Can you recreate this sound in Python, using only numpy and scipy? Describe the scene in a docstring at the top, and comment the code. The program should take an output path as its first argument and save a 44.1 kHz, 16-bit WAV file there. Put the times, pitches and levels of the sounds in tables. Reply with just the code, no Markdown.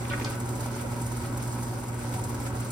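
"""Chain-drive garage door closing

An opener lowers a sectional door in a cluttered wooden garage. The motor, sine tones at multiples
of twice the mains rate, hums; bursts of contacts tick as chain links seat on the sprocket.
The chain swishes along the rail, rollers rumble through resonant panels and squeak now and then,
loose panels rattle, and a panel joint clunks at the start with a decaying ring of steel."""
import sys
import numpy as np
from scipy import signal
from scipy.fft import rfft, irfft, next_fast_len
from scipy.io import wavfile

SR = 44100
rng = np.random.default_rng(int(sys.argv[2]) if len(sys.argv) > 2 else 0)


def wav_out(sig):
    """Save sig, one row per channel (or a flat mono array), as 16-bit PCM at SR to the path in sys.argv[1]."""
    wavfile.write(sys.argv[1], SR, np.round(np.clip(np.atleast_2d(sig).T, -1, 1) * 32767).astype(np.int16))


N = 119511
T = np.arange(N) / SR

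# Motor hum: (multiple of MOTOR_HZ, level [dB], flutter share)
HUM_TONES = [(1, -34, 0.17), (2, -43, 0.24), (3, -51, 0.58)]
# Brief dips of the lowest hum tone: (time [s], depth [dB], half length to 1/e of depth [s])
HUM_DIPS = [(0.817, 7, 0.057), (1.222, 23, 0.011), (1.82, 8.5, 0.034), (2.03, 8, 0.02), (2.287, 20, 0.0094)]
MOTOR_HZ, TREMOR_HZ, TREMOR_SHARE = 119.65, 17.0, .14

# Links that catch hard on the sprocket: (time [s], level before TICK_OFFSET_DB [dB])
HARD_LINKS = [(0.191, -35), (0.2935, -31), (0.396, -32.5), (0.4534, -40), (.485, -32.5), (0.549, -35.5),
              (0.601, -32.5), (0.654, -37), (0.7572, -38), (0.8056, -33), (0.9153, -42), (1.011, -31.5),
              (1.059, -30.5), (1.113, -34), (1.163, -34), (1.3686, -31.5), (1.42, -33), (1.47, -33.5),
              (1.521, -37), (1.6247, -31.5), (1.8297, -39), (1.878, -36.5), (2.136, -31), (2.234, -31),
              (2.2892, -31.5), (2.3415, -34), (2.4594, -37), (2.548, -36.5), (2.598, -34.5), (2.643, -35),
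              (2.7014, -28.5)]
# Crackle spectrum of the links: (frequency [Hz], relative density [dB per Hz])
TICK_SPECTRUM = [(3000, -10.5), (5000, -2.5), (6500, 2.5), (7800, 0), (9400, 3), (11000, -14.5), (12300, 2),
                 (13500, -4), (16000, -9)]
# Ring of the link plates: (frequency [Hz], width [Hz], level relative to the crackle [dB])
LINK_MODES = [(7770, 390, -3.5), (8650, 510, -8), (9430, 180, -11.5), (10070, 290, -10), (10670, 150, -12),
              (13000, 900, -14)]
LINKS_PER_S, FIRST_LINK_S, LINK_JITTER_S = 19.5145, 0.0365, .005
SOFT_LINK_DB, LINK_SPREAD_DB, LINK_COLOUR_DB = -41.5, 2.5, 4  # level before TICK_OFFSET_DB
TICK_OFFSET_DB, TICK_RISE_S, TICK_FALL_S, TICK_GRAINS_PER_S = -6, .007, .007, 9800
THUD_DB, THUD_DELAY_S, THUD_FALL_S = -40, 0.0034, 0.0072
JINGLE_DB, JINGLE_GRAINS_PER_S = -48, 2500

# Chain dragging on the rail: (frequency [Hz], relative density [dB per Hz])
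SWISH_SPECTRUM = [(1500, 10), (2400, -3), (3300, 0), (4700, 4.5), (6000, 4), (7200, -1), (9000, -23),
                  (11000, -56), (13300, -24), (16000, -7.5)]
# Swish over time: (time [s], level before SWISH_OFFSET_DB [dB])
SWISH_LEVEL = [(0, -53), (.33, -47), (.39, -57), (.48, -51), (.56, -53.5), (.65, -46.5), (.7, -55.5),
               (.74, -45.5), (.82, -56), (.87, -56.5), (.92, -53), (1.26, -50.5), (1.32, -58), (1.42, -51),
               (1.54, -50.5), (1.64, -52), (1.86, -54), (1.93, -60), (2.03, -52), (2.15, -48.5), (2.2, -53),
               (2.25, -54.5), (2.47, -50), (2.52, -62), (2.57, -50), (2.71, -55)]
SWISH_OFFSET_DB, SWISH_GRAINS_PER_S, SWISH_WAVER_DB, SWISH_PAN_DB = 2, 3500, 1.3, 3

# Rollers on the tracks: (frequency [Hz], relative density [dB per Hz])
ROLLER_SPECTRUM = [(250, -26), (430, -4), (560, 1), (690, -5.5), (780, -3.5), (950, 0), (1100, -10),
                   (1200, -15), (1330, -6.5), (1550, -8), (1720, -23), (2200, -13), (3100, -27),
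                   (5000, -59)]
# Rollers over time: (time [s], level before ROLLER_OFFSET_DB [dB])
ROLLER_LEVEL = [(0, -42), (.2, -41.5), (.42, -42.5), (.7, -42), (.87, -42.5), (.97, -42), (1.05, -43),
                (1.18, -43.5), (1.25, -42), (1.5, -43), (1.9, -43), (2.08, -42.5), (2.18, -42.5),
                (2.26, -42.5), (2.4, -43), (2.47, -42.5), (2.56, -42.5), (2.71, -43)]
ROLLER_OFFSET_DB, ROLLER_KNOCKS_PER_S, ROLLER_PAN_DB = -0.5, 700, -.7
ROLLER_PATCHY_DB, ROLLER_SWELL_DB = 1.66, .7
# Drive housing and door ringing under load: (frequency [Hz], width [Hz], level before swells [dB])
BODY_MODES = [(103.7, 4.3, -46.5), (155.6, 5.8, -53.5), (293.5, 11.7, -50), (366.3, 25, -50.5),
              (558.5, 23, -51.5), (750, 8.2, -55), (778, 24, -61), (949.4, 14, -52), (1114, 7, -56.5),
              (1285, 12.6, -55), (1482, 14, -59.5), (1925, 3.8, -64), (2450, 6.2, -90)]
JOLTS_PER_S, JOLT_SHARE = 130, 0.76
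# Rumble of door and ceiling: (frequency [Hz], relative density [dB per Hz])
RUMBLE_SPECTRUM = [(22, -38), (32, -14), (46, -2.5), (60, -1), (85, 1.5), (130, -1.5), (170, -8),
                   (215, -2.5), (290, -5), (380, -8), (480, -18.5), (800, -53)]
RUMBLE_DB, LOW_PAN_DB = -38.5, 0.73

# Brief roller squeaks: (time [s], length [s], frequency [Hz], level before roughness [dB])
SQUEAKS = [(0.934, 0.13, 948, -43), (1.71, .08, 750, -45), (2.125, 0.083, 746, -40.5),
           (2.157, 0.062, 945, -39.5), (2.432, 0.091, 567, -39)]
SQUEAK_WAVER_HZ, SQUEAK_ROUGH_DB = 12, 3.5

# Loose panels bending round the track: (time [s], level [dB], rise [s], decay constant [s])
RATTLES = [(.62, -44.5, 0.025, 0.028), (.765, -43, 0.035, 0.03), (1.23, -43.5, 0.025, 0.016),
           (1.39, -44.5, 0.015, 0.021), (1.73, -58, 0.028, .04), (1.98, -47, 0.027, 0.033),
           (2.132, -41.5, 0.0085, 0.016), (2.448, -42.5, 0.021, 0.018), (2.61, -44, .012, 0.014)]
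# Rattle colour: (frequency [Hz], relative density [dB per Hz])
RATTLE_SPECTRUM = [(400, -14), (800, -5), (1350, 7), (1750, -3), (2200, 2.5), (3000, -4), (5000, -8),
                   (9000, -19)]

# Panel joint knocks: (time [s], level before CRACK_SHARE and ring [dB], centre [Hz],
# rise [s], decay constant [s])
CLUNKS = [(.05, -39, 55, 0.023, .14), (.2, -34, 315, 0.0099, 0.099), (.0515, -37.5, 2190, 0.0012, 0.0045),
          (.065, -49, 2000, .002, 0.0054), (0.0975, -37, 2900, 0.0012, 0.024),
          (0.119, -33, 1900, 0.0018, 0.0069), (0.132, -30.5, 1670, 0.0032, .014),
          (0.176, -37, 1400, .002, 0.01), (0.198, -36.5, 2160, 0.0013, 0.0056),
          (.211, -38, 1990, .0015, 0.019), (0.2458, -25.5, 5040, 0.00059, 0.0044),
          (0.252, -39, 4470, 0.0039, 0.031), (0.256, -41, 1990, 0.0014, 0.041),
          (.33, -44, 2100, 0.0018, 0.01)]
# Ring of the joint's steel: (frequency [Hz], level relative to the blow [dB], t60 [s])
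JOINT_MODES = [(568, -3, 0.26), (1160, -8, 0.41), (1240, -13, 0.23), (1492, 1.5, 0.26), (1570, -20, 0.093),
               (1890, -9.5, 0.33), (2143, -14, 0.12), (2322, -9.5, 0.22), (2460, -26, 0.2), (2780, -35, .2),
               (3210, -40, 0.28), (3466, -14, 0.31), (4160, -32, .15), (4820, -18, 0.19)]
# Blows that ring the joint: (time [s], level [dB], pitch ratio)
JOINT_BLOWS = [(.107, -32.5, 0.99), (.2, -45, 1.03), (0.2539, -39.5, 1.025)]
CLUNK_STEP_OCTAVES, JOINT_WIDTH_HZ, CRACK_SHARE = 0.44, 50, .6

# Diffuse sound in the garage: (frequency [Hz], side over mid [dB])
SIDE_SPECTRUM = [(60, -23), (160, -10), (270, -14), (450, -5.5), (740, -5), (1220, -2.5), (2010, -0.5),
                 (5500, -1.5)]
DRIVE_LAG_S, DRIVE_ROOM_DB, GARAGE_T60_S = .000212, -7.5, 0.12
CUTOFF_HZ = 15800


def from_db(db):
    """Decibels to gain."""
    return 10 ** (np.asarray(db) / 20)


def rms_one(x):
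    """Scale to unit power."""
    return x / np.sqrt(np.mean(x ** 2) + 1e-20)


def curve(rows):
    """Control curve at every sample."""
    return np.interp(T, *np.transpose(rows))


def pan(x, db):
    """Raise the right ear and lower the left by db."""
    return x * from_db([[-db], [db]])


def colour(x, points):
    """Filter by gain points (Hz, dB), joined over log frequency."""
    hz, db = np.transpose(points)
    size = next_fast_len(N)
    f = np.maximum(np.arange(size // 2 + 1) * SR / size, 1)
    gain = from_db(np.interp(np.log(f), np.log(hz), db))
    return irfft(rfft(x, size) * gain, size)[..., :N]


def drift(rate_hz):
    """Low-passed noise of unit rms, computed every 40 samples."""
    r = np.exp(-80 * np.pi * rate_hz / SR)
    noise = rng.standard_normal(N // 40 + 2002)
    slow = signal.lfilter([1], [1, -2 * r, r * r], noise)[2000:]  # drop the filter's start-up
    return np.interp(np.arange(N) / 40, np.arange(len(slow)), rms_one(slow))


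def resonate(x, hz, width_hz):
    """Two-pole resonance."""
    r = np.exp(-np.pi * width_hz / SR)
    return signal.lfilter([1, 0, -1], [1, -2 * r * np.cos(2 * np.pi * hz / SR), r * r], x)


def grains(per_s, spread_db):
    """Random tiny contacts of uneven size, at unit power."""
    sizes = from_db(spread_db * np.minimum(rng.exponential(1, N), 4))
    signs = rng.choice([-1, 1], N)
    return rms_one(sizes * signs * (rng.random(N) < per_s / SR))


def bursts(rows, rise_s, fall_s):
    """Envelope of contacts (time [s], level [dB]): linear rise, exponential decay, powers summed."""
    power = np.zeros(N)
    for s, db in rows:
        i = max(int(s * SR), 0)
        t = T[:len(power[i:i + SR // 2])]
        decay = np.exp(-np.maximum(t - rise_s, 0) / fall_s)
        power[i:i + len(t)] += (from_db(db) * np.minimum(t / rise_s, 1) * decay) ** 2
    return np.sqrt(power)


def motor():
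    """Mains hum with a load tremor, flutter and brief dips of its lowest tone."""
    tremor = np.sin(2 * np.pi * TREMOR_HZ * T + 2.54 * drift(1.3))
    hum = 0
    for k, db, flutter in HUM_TONES:
        phase = 2 * np.pi * (k * MOTOR_HZ * T + rng.random())
        swell = 1 + TREMOR_SHARE * tremor + flutter * drift(48) * 0.63
        tone = swell * np.sin(phase) + flutter * 0.12 * drift(7.0) * np.cos(phase)
        dip_db = 0
        if k == 1:
            dip_db = sum(depth * np.exp(-((T - s) / half) ** 2) for s, depth, half in HUM_DIPS)
        hum = hum + from_db(db - dip_db) * rms_one(tone)
    return pan(hum, LOW_PAN_DB)


def link_metal(per_s):
    """Dense link contacts: bright crackle plus plate resonances whose balance drifts."""
    contacts = grains(per_s, spread_db=-0.5)
    rings = 0
    for hz, width_hz, db in LINK_MODES:
        ring = resonate(contacts, hz, width_hz) * from_db(LINK_COLOUR_DB * drift(19))
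        rings = rings + from_db(db) * rms_one(ring)
    return rms_one(rms_one(colour(contacts, TICK_SPECTRUM)) + rings)


def chain():
    """Links tick on the sprocket and jolt the housing; loose links jingle, the slack run drags."""
    times = np.arange(FIRST_LINK_S, T[-1], 1 / LINKS_PER_S)
    hard_s = np.array(HARD_LINKS)[:, 0]
    soft = []
    for s, (z, late) in zip(times, rng.standard_normal((len(times), 2))):
        if np.abs(hard_s - s).min() > .5 / LINKS_PER_S:  # no hard link in this slot
            soft.append((s + LINK_JITTER_S * late, SOFT_LINK_DB + LINK_SPREAD_DB * z))
    tick_level = bursts(list(HARD_LINKS) + soft, TICK_RISE_S, TICK_FALL_S)
    ticks = tick_level * from_db(TICK_OFFSET_DB) * link_metal(TICK_GRAINS_PER_S)

    thud_level = bursts([(s + THUD_DELAY_S, THUD_DB) for s in times], TICK_RISE_S, THUD_FALL_S)
    thud_noise = colour(room_noise(), [(450, -71), (800, 12), (1400, 0), (2200, -17.5)])
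    thuds = thud_level * rms_one(thud_noise)

    drag_db = curve(SWISH_LEVEL)
    jingle_db = JINGLE_DB + 0.47 * (drag_db - drag_db.mean()) + 0.95 * drift(17)
    jingle = from_db(jingle_db) * link_metal(JINGLE_GRAINS_PER_S)

    scraping = np.array([grains(SWISH_GRAINS_PER_S, spread_db=-1.5) for ear in range(2)])
    swish_db = drag_db + SWISH_OFFSET_DB + SWISH_WAVER_DB * drift(37)
    swish = from_db(swish_db) * rms_one(colour(scraping, SWISH_SPECTRUM))
    return from_drive(ticks + jingle) + pan(swish, SWISH_PAN_DB) + thuds


def patchy(x, depth_db):
    """Five frequency bands swell independently."""
    size = next_fast_len(N)
    f = np.arange(size // 2 + 1) * SR / size
    spectrum = rfft(x, size)
    edges_hz = [0, 650, 880, 1200, 1700, SR]
    out = 0
    for lo, hi in zip(edges_hz, edges_hz[1:]):
        band = irfft(spectrum * ((f >= lo) & (f < hi)), size)[..., :N]
        out = out + band * from_db(depth_db * drift(17))
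    return rms_one(out)


def door():
    """Rollers knock along the tracks; noise and jolts excite body resonances over a steady rumble."""
    level_db = curve(ROLLER_LEVEL)
    mid = grains(ROLLER_KNOCKS_PER_S, spread_db=0.5)
    side = grains(ROLLER_KNOCKS_PER_S, spread_db=3.5)
    knocks = diffuse(mid, side) + room_noise()
    roller_db = level_db + ROLLER_OFFSET_DB + ROLLER_SWELL_DB * drift(12)
    rollers = from_db(roller_db) * patchy(colour(knocks, ROLLER_SPECTRUM), ROLLER_PATCHY_DB)

    jolts = diffuse(grains(JOLTS_PER_S, spread_db=0.0), grains(JOLTS_PER_S, spread_db=-1.0))
    shake = room_noise() + JOLT_SHARE * jolts
    body = sum(from_db(db) * rms_one(resonate(shake, hz, width)) for hz, width, db in BODY_MODES)
    body = body * from_db(3.1 * (level_db - level_db.mean()))  # swells more than the rollers

    rumble = from_db(RUMBLE_DB) * rms_one(colour(room_noise(), RUMBLE_SPECTRUM))
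    return pan(rollers, ROLLER_PAN_DB) + body + pan(rumble, LOW_PAN_DB)


def squeaks():
    """A dry roller sticks and slips: a wavering, rough sine near a door resonance."""
    out = np.zeros((2, N))
    for s, length_s, hz, db in SQUEAKS:
        swell = np.sin(np.pi * np.clip((T - s) / length_s, 0, 1))
        phase = 2 * np.pi * np.cumsum(hz + SQUEAK_WAVER_HZ * drift(25.7)) / SR
        ear_phase = .5 * rng.standard_normal((2, 1))
        out += from_db(db + SQUEAK_ROUGH_DB * drift(60)) * swell * np.sin(phase + ear_phase)
    return out


def clatter(per_s):
    """Rapid metal contacts plus noise, scattered by the garage."""
    contacts = diffuse(grains(per_s, spread_db=1.0), grains(per_s, spread_db=3.0))
    return contacts + 1.03 * room_noise()


def panels():
    """Loose panels rattle in short swells of filtered contacts."""
    swells = sum(bursts([(s, db)], rise, fall) for s, db, rise, fall in RATTLES)
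    return swells * rms_one(colour(clatter(1100), RATTLE_SPECTRUM))


def joint():
    """A panel joint shifts: dry cracks with short steel resonances, plus blows with longer rings."""
    knocks = np.zeros((2, N))
    for s, db, hz, rise_s, fall_s in CLUNKS:
        band = [(hz * 2 ** (k * CLUNK_STEP_OCTAVES), -3.5 * k * k) for k in range(-4, 5)]
        knocks += bursts([(s, db)], rise_s, fall_s) * rms_one(colour(clatter(2000), band))
    ring = sum(resonate(knocks + 1e-18, hz, JOINT_WIDTH_HZ) for hz, _, _ in JOINT_MODES)
    out = CRACK_SHARE * knocks + np.pi * JOINT_WIDTH_HZ / SR * ring
    for s, db, pitch in JOINT_BLOWS:
        t = np.maximum(T - s, 0)
        attack = np.minimum(t / 0.0054, 1)
        for hz, mode_db, t60_s in JOINT_MODES:
            phase = 2 * np.pi * rng.random() + 0.75 * rng.standard_normal((2, 1))
            level = from_db(db + mode_db - 60 * t / t60_s) * attack
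            out += level * np.sin(2 * np.pi * hz * pitch * t + phase)
    return out


def diffuse(mid, side):
    """Sound from all around: nearly alike at both ears in the bass, much less so in the treble."""
    return mid + colour(side, SIDE_SPECTRUM) * np.array([[1], [-1]])


def room_noise():
    """White noise scattered by the garage."""
    return diffuse(*rng.standard_normal((2, N)))


def from_drive(x):
    """The drive hangs to the right: the left ear lags, and the walls add short noise tails."""
    t = T[:SR // 4]
    tails = rng.standard_normal((2, len(t))) * from_db(-60 * t / GARAGE_T60_S) * (t > .002)
    tails /= np.sqrt(np.sum(tails ** 2, axis=1, keepdims=True))
    left = signal.lfilter(np.sinc(np.arange(32) - DRIVE_LAG_S * SR), [1], x)  # fractional delay
    room = signal.fftconvolve(x[None], tails, axes=1)[:, :N]
    return np.array([left, x]) + from_db(DRIVE_ROOM_DB) * room


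def scene():
    """Motor, chain, door, squeaks, rattles and clunks together."""
    return motor() + chain() + door() + squeaks() + panels() + joint()


def record(dry):
    """Steep elliptic low-pass at CUTOFF_HZ."""
    return signal.sosfilt(signal.ellip(10, .2, 80, CUTOFF_HZ, fs=SR, output="sos"), dry)


dry = scene()
out = record(dry)
wav_out(out)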